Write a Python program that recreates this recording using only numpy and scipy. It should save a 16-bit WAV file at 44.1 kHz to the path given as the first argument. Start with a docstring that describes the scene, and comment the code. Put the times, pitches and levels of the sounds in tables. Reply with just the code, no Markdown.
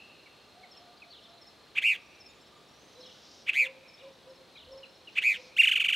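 """A mockingbird sings three 'chip-burr' phrases in open country, then starts a fast trill.
Its voice organ makes a stack of harmonics with sweeping pitch; its throat favours those near 2.5 kHz.
Ground, leaves and far trees answer with delayed copies. Gliding pure tones make the small birds,
a warbler, a dove and a far rooster; a cricket, a thin whine and a buzz sound over quiet air."""
import sys
import numpy as np
from scipy import signal
from scipy.fft import rfft, irfft
from scipy.io import wavfile

SR = 44100
rng = np.random.default_rng(int(sys.argv[2]) if len(sys.argv) > 2 else 0)


def inscribe(sig):
    """Save sig as 16-bit PCM at rate SR to the path in sys.argv[1].

    A 1-D sig is mono; a 2-D sig holds one channel per row.
    Samples are clipped to [-1, 1] before scaling.
    """
    pcm = np.round(np.clip(np.atleast_2d(sig).T, -1, 1) * 32767)
    wavfile.write(sys.argv[1], SR, pcm.astype(np.int16))


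N = 262395
T = np.arange(N) / SR

# colour of quiet open air: (frequency [Hz], relative level [dB])
AIR_COLOUR = [(25, -24), (60, -3.5), (130, -1), (260, 1), (520, 1.5), (1000, -4), (2000, -8), (3100, -7.5),
              (3900, -4.5), (5000, -11.5), (6300, -17), (8200, -22), (11000, -25), (15500, -31.5)]
# the cricket's bouts: (start [s], end [s], level [dB])
CRICKET_BOUTS = [(-.3, 2, -69), (4.15, 6.3, -69.5)]
# a high insect buzz swells, holds and breaks off: (full from [s], until [s], level [dB], swell [dB/s])
BUZZ_SWELLS = [(3.27, 3.423, -58.5, 37), (5.3, 5.48, -61, 66)]
# dove notes: (start [s], length [s], pitch [Hz], level before the mix [dB])
DOVE_COOS = [(2.955, 0.094, 504.5, -56.5), (3.595, 0.15, 530, -52.5), (3.998, 0.12, 541.5, -53),
             (4.254, 0.087, 528, -53.5), (4.662, 0.172, 535, -52), (5.365, 0.069, 513, -55.5)]
# the far rooster's four notes: (start [s], length [s], pitch [Hz], level before the mix [dB])
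ROOSTER_NOTES = [(0.524, .19, 735, -61.5), (0.757, 0.22, 715, -63), (1.003, 0.146, 692, -68),
                 (1.202, 0.23, 685, -66.5)]
# a far warbler's tumbling phrases: (start [s], length [s], first pitch [Hz], level before the mix [dB])
WARBLER_PHRASES = [(0.737, .05, 3800, -65), (1.123, .07, 4600, -56), (1.247, .015, 3889, -60),
                   (3.026, .09, 4580, -55.5), (3.991, .03, 4060, -60.5), (4.563, .065, 4428, -56)]
# a small bird's thin double 'tsee': (start [s], level [dB])
TSEE_CALLS = [(0.709, -54.5), (1.228, -66), (1.41, -55.5), (2.2, -52.5), (2.404, -64.5), (3.0, -56),
              (3.878, -56), (4.291, -64), (4.715, -56), (4.888, -65), (5.489, -71.5)]
# soft falling 'tew' calls: (start [s], start pitch [Hz], level [dB])
TEW_CALLS = [(.259, 2400, -55), (.632, 2290, -53.5), (1.019, 2615, -48.5), (4.556, 2490, -53),
             (4.831, 2950, -46.5), (5.073, 2940, -45.5)]
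# level whistles of far birds: (start [s], length [s], pitch [Hz], level [dB])
LEVEL_WHISTLES = [(.97, .023, 4700, -63), (1.095, 0.036, 4470, -57), (1.3, 0.12, 3990, -62),
                  (2.279, 0.055, 3680, -63), (2.283, 0.037, 6940, -67), (2.317, 0.099, 6905, -77),
                  (2.41, .027, 7490, -71), (2.56, .02, 6950, -73), (2.933, .087, 4000, -61.5),
                  (4.811, 0.1, 4116, -63)]
# runs of thin rising twitters:
# (first [s], stop before [s], step [s], first pitch [Hz], drift [Hz/s], level [dB])
TWITTER_RUNS = [(2.012, 2.19, 0.044, 5625, 1700, -65.5), (2.35, 2.72, .055, 7400, -1300, -77),
                (2.681, 2.86, .026, 5500, 3500, -65.5), (2.805, 2.95, 0.039, 6460, 0, -68.5),
                (2.874, 3.138, 0.036, 6100, -600, -67), (3.979, 4.154, .05, 5610, 0, -68.5),
                (4.95, 5.15, .045, 5600, -500, -70)]
# how throat and beak colour the voice: (frequency [Hz], gain [dB])
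THROAT_GAIN = [(500, -64), (1100, -34.5), (1500, -24), (2000, -10), (2450, 1.5), (3000, -2), (3500, -7),
               (4000, -19.5), (4450, -20.5), (5200, -30), (6100, -24), (6800, -20), (7600, -23.5),
               (8500, -22), (9400, -32.5), (10200, -31.5), (10900, -23.5), (11700, -21.5), (13000, -38),
               (14700, -33)]
# chips: (crest [s], top pitch [Hz], level before the throat [dB], swell [dB/s])
CHIP_NOTES = [(1.7850, 2673, -19.5, 400), (3.4950, 2680, -19, 578), (5.186, 2733, -19, 420)]
# burrs: (start [s], rise [s], fall [s], top pitch before vibrato [Hz], level before the throat [dB],
#         time of one vibrato crest [s], vibrato rate at that crest [Hz], depth [share of pitch])
BURR_NOTES = [(1.816, 0.058, 0.091, 2594, -20.5, 1.8752, 112.4, 0.092),
              (3.529, .071, 0.076, 2392, -20, 3.65, 115.7, 0.07),
              (5.215, .057, .100, 2396, -20, 5.2728, 114.2, 0.079)]
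# trill notes, each a peak of pitch and a sagging tail; the peaks narrow as the trill gets going:
# (crest [s], top pitch [Hz], rise [s], fall [s], tail pitch [Hz], attack [s],
#  level before the throat [dB], tail level relative to the peak [dB])
TRILL_NOTES = [(5.601, 2808, .0215, .0122, 2320, 0.039, -14.9, -7.5),
               (5.6381, 2900, 0.006, 0.011, 2123, 0.006, -17.5, -4),
               (5.6758, 3113, 0.004, 0.0065, 2120, .004, -18.5, -2.5),
               (5.717, 3093, .0038, .0042, 1997, 0.0056, -17.5, -5),
               (5.758, 3113, 0.00328, .0052, 1816, 0.0069, -17, -7.5),
               (5.8014, 3150, .0035, 0.0047, 1770, 0.0067, -18.5, -6),
               (5.8435, 3160, .0035, .0052, 1822, 0.0081, -20, -4.5),
               (5.886, 3120, 0.0029, .0052, 1880, 0.0062, -18.5, -4.7),
               (5.9275, 3180, .0035, .0052, 1963, 0.0071, -19.5, -4.2)]

AIR_DB = -58.5
CRICKET_FADE_S = 0.24
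BUZZ_RELEASE_DB_PER_S, BUZZ_REST_DB = 194, -80.5
# the warbler's strokes alternate high and low while the phrase sinks and fades
STROKE_GAP_S, LOW_STROKE_RATIO, WARBLE_SINK_PER_S, WARBLE_FADE_DB_PER_S = .018, .84, 2.266, 72
GROUND_LAG_S = .00433
TOP_HZ = 15700
# how unevenly slack labia (the vibrating lips of the voice organ) beat, as a share of pitch
CLEAR_RASP, BURR_RASP = .025, .06
# how much a chip's pitch trembles, as a share of pitch
CHIP_JITTER = .018
# a chip climbs to a knee, flicks up to its top and drops away
CHIP_KNEE_HZ, CHIP_CLIMB_S, CHIP_FLICK_S, CHIP_DROP_S = 1742, 0.036, .004, .0175
CHIP_LEAD_S, CHIP_TAIL_S, CHIP_FADE_DB_PER_S = .035, 0.022, 1000
# a burr climbs steeply from a low foot to a gently peaked roof and drops back, softer towards both ends
BURR_FOOT_HZ, BURR_STEEPNESS, BURR_ROOF_SAG, BURR_START_DB, BURR_END_DB = 761, 4.4, 0.26, -9, -14.5
# a trill note starts at the foot, TRILL_LEAD rise times before its crest,
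# and fades in over TRILL_ONSET rise times
TRILL_FOOT_HZ, TRILL_LEAD, TRILL_ONSET = 1334, 1.75, 0.18
# it also swells from a soft start, and lets go at the end of its tail
TRILL_START_DB = -17.5
TRILL_SAG_PER_S, TRILL_TAIL_S, TRILL_RELEASE_S = 17, 0.035, 0.017


def undb(db):
    """Turn decibels into a gain."""
    return 10 ** (np.asarray(db) / 20)


def unit(x):
    """Scale to an average strength (rms) of 1."""
    return x / np.sqrt(np.mean(x ** 2))


def add(out, start, x):
    """Mix x into out from a start time on."""
    i = max(int(round(start * SR)), 0)
    out[i:i + len(x)] += x[:max(len(out) - i, 0)]


def walk(rate, size):
    """Smooth random wander around 0: random points, rate of them per second, joined by lines."""
    position = np.arange(size) * rate / SR
    count = int(position[-1]) + 2
    return np.interp(position, np.arange(count), rng.standard_normal(count))


def gain_at(points, hz):
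    """Read gains from a (frequency, dB) table, with even steps per octave."""
    f, db = np.transpose(points)
    return undb(np.interp(np.log(np.maximum(hz, 1)), np.log(f), db))


def band_noise(hz, width_hz, size):
    """Noise in a bell-shaped band, rms 1."""
    f = np.fft.rfftfreq(size, 1 / SR)
    bell = np.exp(-.5 * ((f - hz) / width_hz) ** 2)
    return unit(irfft(rfft(rng.standard_normal(size)) * bell, size))


def gesture(start, end, edge_s=.001):
    """The times of one note, and a gate that softens its two ends."""
    t = np.arange(start, end, 1 / SR)
    return t, np.clip(np.minimum(t - t[0], t[-1] - t) / edge_s, 0, 1)


def whistle(length, pitches, db, waver=0.0045, skew=1):
    """A pure note gliding through evenly spaced pitches, swelling and fading; skew < 1 quickens the attack."""
    u = np.linspace(0, 1, int(length * SR))
    glide = np.interp(u, np.linspace(0, 1, len(pitches)), pitches)
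    hz = glide * (1 + waver * walk(291.7, len(u)))
    swell = np.sin(np.pi * u ** skew)
    return np.sqrt(2) * undb(db) * swell * np.sin(2 * np.pi * np.cumsum(hz) / SR)


def air(side_db=-9, chorus_db=-72):
    """Quiet open air as shaped noise, wider in the bass, with the blur of very distant birds."""
    f = np.fft.rfftfreq(N, 1 / SR)
    mid, side = rfft(rng.standard_normal((2, N))) * gain_at(AIR_COLOUR, f)
    side = irfft(side * undb(side_db) / np.sqrt(1 + f / 5000), N)
    mid = irfft(mid, N)
    bed = (mid + np.array([side, -side])) / np.std(mid) * undb(AIR_DB + .5 * walk(2.65, N))
    chorus = band_noise(3600, 600, N) * undb(chorus_db + 2.5 * walk(14, N))
    # a faint tone comes and goes in the distance, and dies away
    tone_db = -73 + 4 * walk(9, N) - 8 * np.maximum(T - 2.6, 0)
    tone = band_noise(1190, 35, N) * undb(tone_db)
    # one soft puff of breeze rumbles
    puff = band_noise(65, 32, N) * undb(-67) * np.exp(-((T - 4.69) / 0.072) ** 2)
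    return bed + chorus + tone + puff


def insects():
    """A pulsing tone for the cricket, narrow noise for a thin steady whine, wide noise for a swelling buzz."""
    pulses = 1 + .7 * np.sin(2 * np.pi * 27 * T + .6 * walk(8, N))
    wing_hz = 4215 + 30 * walk(250, N)
    wing = np.sqrt(2) * np.sin(2 * np.pi * np.cumsum(wing_hz) / SR)
    bouts = np.zeros(N)
    for start, end, db in CRICKET_BOUTS:
        bouts += undb(db) * np.clip(np.minimum(T - start, end - T) / CRICKET_FADE_S, 0, 1)
    whine = undb(-88) * band_noise(8450, 70, N)
    buzz = unit(band_noise(5330, 540, N) + 1.5 * band_noise(4850, 1360, N))
    swells = np.zeros(N)
    for full, until, db, swell in BUZZ_SWELLS:
        before_db = swell * np.maximum(full - T, 0)
        after_db = BUZZ_RELEASE_DB_PER_S * np.maximum(T - until, 0)
        swells += undb(db - before_db - after_db)
    # between swells the buzz rests at a faint level
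    buzz = buzz * np.maximum(swells, undb(BUZZ_REST_DB)) * undb(1.3 * walk(60, N))
    return wing * pulses * bouts + whine + buzz


def warbler(upstroke_db=-3):
    """Scratchy phrases of falling strokes, each led in by a quick rise."""
    out = np.zeros(N)
    for start, length, first_hz, first_db in WARBLER_PHRASES:
        for k, age in enumerate(np.arange(0, length, STROKE_GAP_S)):
            hz = first_hz * np.exp(-WARBLE_SINK_PER_S * age) * (LOW_STROKE_RATIO if k % 2 else 1)
            db = first_db - WARBLE_FADE_DB_PER_S * age
            s = start + age + .002 * rng.standard_normal()
            add(out, s - .018, whistle(.022, [hz * .8, hz], db + upstroke_db, waver=.02))
            add(out, s, whistle(.026, [hz, hz * .88, hz * .76], db, waver=.02))
    return out


def far_birds(coo_octave_db=-16, crow_octave_db=-13):
    """The warbler, plus dove and rooster notes: wavering arched tones with a weaker tone about an octave up."""
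    out = warbler()
    arch = np.array([.91, 1, 1.01, .98])
    for s, length, hz, db in DOVE_COOS:
        add(out, s, whistle(length, hz * arch, db, waver=.025))
        add(out, s, whistle(length, 1.85 * hz * arch, db + coo_octave_db, waver=0.079))
    for s, length, hz, db in ROOSTER_NOTES:
        add(out, s, whistle(length, hz * arch, db, waver=.035))
        add(out, s, whistle(length, 2 * hz * arch, db + crow_octave_db, waver=0.03))
    return out


def small_birds(tsee_gap=.055):
    """Thin calls from around, each a short gliding or level pure tone."""
    out = np.zeros(N)
    for s, db in TSEE_CALLS:
        for start in (s, s + tsee_gap):
            add(out, start, whistle(0.028, [5450, 5410, 5264, 4970], db))
    for s, hz, db in TEW_CALLS:
        add(out, s, whistle(.025, [hz, hz * .96, hz * .87, hz * .75], db, skew=.45))
    for first, last, step, hz, drift, db in TWITTER_RUNS:
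        for s in np.arange(first, last, step):
            middle_hz = (hz + drift * (s - first)) * (1 + .01 * rng.standard_normal())
            add(out, s, whistle(0.0214, middle_hz * np.array([.95, 1, 1.03]), db))
    for s, length, hz, db in LEVEL_WHISTLES:
        add(out, s, whistle(length, [hz, hz], db))
    return out


def scatter(t60, rise, top_hz, spread, size=2 * SR):
    """Left and right response of many small echoes that build up, then fall 60 dB in about t60 seconds."""
    t = np.arange(size) / SR
    dull = signal.butter(2, min(top_hz, SR / 2 - 1000), fs=SR, output="sos")
    envelope = (1 - np.exp(-t / rise)) * np.exp(-np.log(1000) * t / t60)
    mid, side = signal.sosfilt(dull, rng.standard_normal((2, size))) * envelope
    return (mid + spread * np.array([side, -side])) / np.sqrt(np.sum(mid ** 2))


def grove(t60=3, top_hz=2900, size=SR // 2, count=40):
    """Left and right response of separate far trees, each returning one dull copy."""
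    lag, crown, side = rng.random((count, 3)).T
    lag = (np.arange(count) + lag) / count * (size - 1)
    strength = (.5 + crown) * np.exp(-np.log(1000) * lag / SR / t60)
    balance = 1 + np.array([side - .5, .5 - side])
    response = np.zeros((2, size))
    response[:, lag.astype(int)] = strength * balance / np.sqrt(np.sum(strength ** 2))
    return signal.sosfilt(signal.butter(4, top_hz, fs=SR, output="sos"), response)


def echo(x, response):
    """Pass a sound through a two-channel response."""
    return signal.fftconvolve(x[None], response, axes=1)[:, :N]


def syrinx(hz, push, rasp, tilt=.9, even_db=-6, jitter=0.042, hiss_db=-26, count=20):
    """Harmonics of vibrating labia: taut ones favour odd harmonics, slack ones beat unevenly; air hisses past."""
    # low pitch means slack labia
    slack = np.clip(2 - hz / 1200, 0, 1)
    shaky_hz = hz * (1 + (jitter + rasp * slack ** 2) * walk(1200, len(hz)))
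    phase = 2 * np.pi * np.cumsum(shaky_hz) / SR
    even = undb(even_db * (0.5 - slack))
    stack = np.zeros(len(hz))
    for k in range(1, count + 1):
        audible = k * hz < SR / 2  # leave out what is too high for the sample rate
        stack += np.sin(k * phase) / k ** tilt * audible * (1 if k % 2 else even)
    uneven = 1 + 5 * rasp * slack * walk(900, len(hz))
    hiss = undb(hiss_db) * rng.standard_normal(len(hz))
    return push * (np.sqrt(2) * stack * uneven + hiss)


def throat(x, size=2048):
    """The throat's resonance, which never sounds ahead of its input: harmonics crossing it stand out."""
    # folding the cepstrum turns the gains into a minimum-phase filter
    cepstrum = irfft(np.log(gain_at(THROAT_GAIN, np.fft.rfftfreq(size, 1 / SR))))
    cepstrum[1:size // 2] *= 2
    cepstrum[size // 2 + 1:] = 0
    return signal.fftconvolve(x, irfft(np.exp(rfft(cepstrum))))[:len(x)]


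def chip(top_hz, db, swell_db_per_s):
    """A quick upsweep that flicks over its crest and collapses; loudest at the crest."""
    t, gate = gesture(-CHIP_LEAD_S, CHIP_TAIL_S, edge_s=.006)
    slope = CHIP_KNEE_HZ * np.exp(np.where(t < 0, t / CHIP_CLIMB_S, -t / CHIP_DROP_S))
    hz = slope + (top_hz - slope) * np.exp(-(t / CHIP_FLICK_S) ** 2)
    push = gate * undb(db + np.where(t < 0, swell_db_per_s * t, -CHIP_FADE_DB_PER_S * t))
    return syrinx(hz, push, CLEAR_RASP, tilt=1.21, jitter=CHIP_JITTER)


def burr(start, rise, fall, top_hz, db, crest, rate_hz, depth,
         slowing_hz_per_s=250, throb_db=2.0, loosening=1.0, lean=.06):
    """An arched note whose fast vibrato slows down, swings wider at low pitch and lifts the level on each crest."""
    t, gate = gesture(start, start + rise + fall)
    # u runs from -1 at the start through 0 at the top to 1 at the end
    u = (t - start - rise) / np.where(t < start + rise, rise, fall)
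    roof = 1 - BURR_ROOF_SAG * np.abs(u)
    arch = roof * (1 - np.abs(u) ** BURR_STEEPNESS)
    hz = BURR_FOOT_HZ + (top_hz - BURR_FOOT_HZ) * arch
    push = gate * undb(db + np.where(u < 0, BURR_START_DB, BURR_END_DB) * u ** 2)
    turn = 2 * np.pi * (rate_hz * (t - crest) - slowing_hz_per_s * (t - crest) ** 2 / 2)
    # each swing jumps up and slides down, and its width varies by chance
    swing = np.cos(turn) - lean * np.sin(2 * turn)
    width = np.minimum(depth * (hz.max() / hz) ** loosening, .25)
    width = width * (1.1 + .2 * walk(110, len(t)))
    throb = undb(throb_db * (np.cos(turn) - 0.86))
    return syrinx(hz * (1 + width * swing), push * throb, BURR_RASP,
                  tilt=0.86, even_db=-2.5, jitter=0.0083, hiss_db=-14)


def syllable(top_hz, rise, fall, tail_hz, attack, db, tail_db, shoulder=2.6):
    """One note of the trill: the pitch leaps to a peak, then falls onto a softer tail that sags."""
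    t, gate = gesture(-TRILL_LEAD * rise, TRILL_TAIL_S, edge_s=TRILL_ONSET * rise)
    peak = np.exp(-np.where(t < 0, np.abs(t / rise) ** shoulder, (t / fall) ** 2))
    low = np.where(t < 0, TRILL_FOOT_HZ, tail_hz * np.exp(-TRILL_SAG_PER_S * t))
    swell_db = TRILL_START_DB * np.maximum(1 - (t - t[0]) / attack, 0)
    release = np.minimum((t[-1] - t) / TRILL_RELEASE_S, 1)
    push = gate * release * undb(db + swell_db + tail_db * (1 - peak) * (t > 0))
    return syrinx(low + (top_hz - low) * peak, push, CLEAR_RASP,
                  tilt=0.69, even_db=-6, jitter=0.023, hiss_db=-22)


def mockingbird():
    """Chips, burrs and the trill, all made by the same kind of voice organ and sent through one throat."""
    out = np.zeros(N)
    for crest, *shape in CHIP_NOTES:
        add(out, crest - CHIP_LEAD_S, chip(*shape))
    for start, *shape in BURR_NOTES:
        add(out, start, burr(start, *shape))
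    for crest, top_hz, rise, *shape in TRILL_NOTES:
        add(out, crest - TRILL_LEAD * rise, syllable(top_hz, rise, *shape))
    return throat(out)


def scene(ground_db=-10, leaves_db=-17, left_minus_right_db=-1.0):
    """The singer with its ground bounce and echoes, among the other voices of the countryside."""
    song = mockingbird()
    bounce = np.interp(T - GROUND_LAG_S, T, song)
    leaves = echo(song, scatter(0.19, 0.00062, 4800, 0.15))
    near = song + undb(ground_db) * bounce + undb(leaves_db) * leaves
    trees = undb(-28.5) * echo(song, grove())
    balance = undb(np.array([[left_minus_right_db], [-left_minus_right_db]]) / 2)
    # the far trees still ring with an earlier phrase: a band of noise that fades
    ringing = band_noise(2700, 153, N) * undb(-56.5 - 29 * T)
    small, far = small_birds(), far_birds()
    others = small + undb(-12.5) * echo(small, scatter(0.28, 0.0024, 12000, 1.0))
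    others = others + undb(2.5) * far + undb(-2.5) * echo(far, scatter(0.75, 0.00077, 12300, 0.17))
    return (near + trees) * balance + others + ringing + insects() + air()


def record(dry):
    """A steep low-pass filter cuts the top of the treble."""
    return signal.sosfilt(signal.ellip(10, .1, 80, TOP_HZ, fs=SR, output="sos"), dry)


dry = scene()
out = record(dry)
inscribe(out)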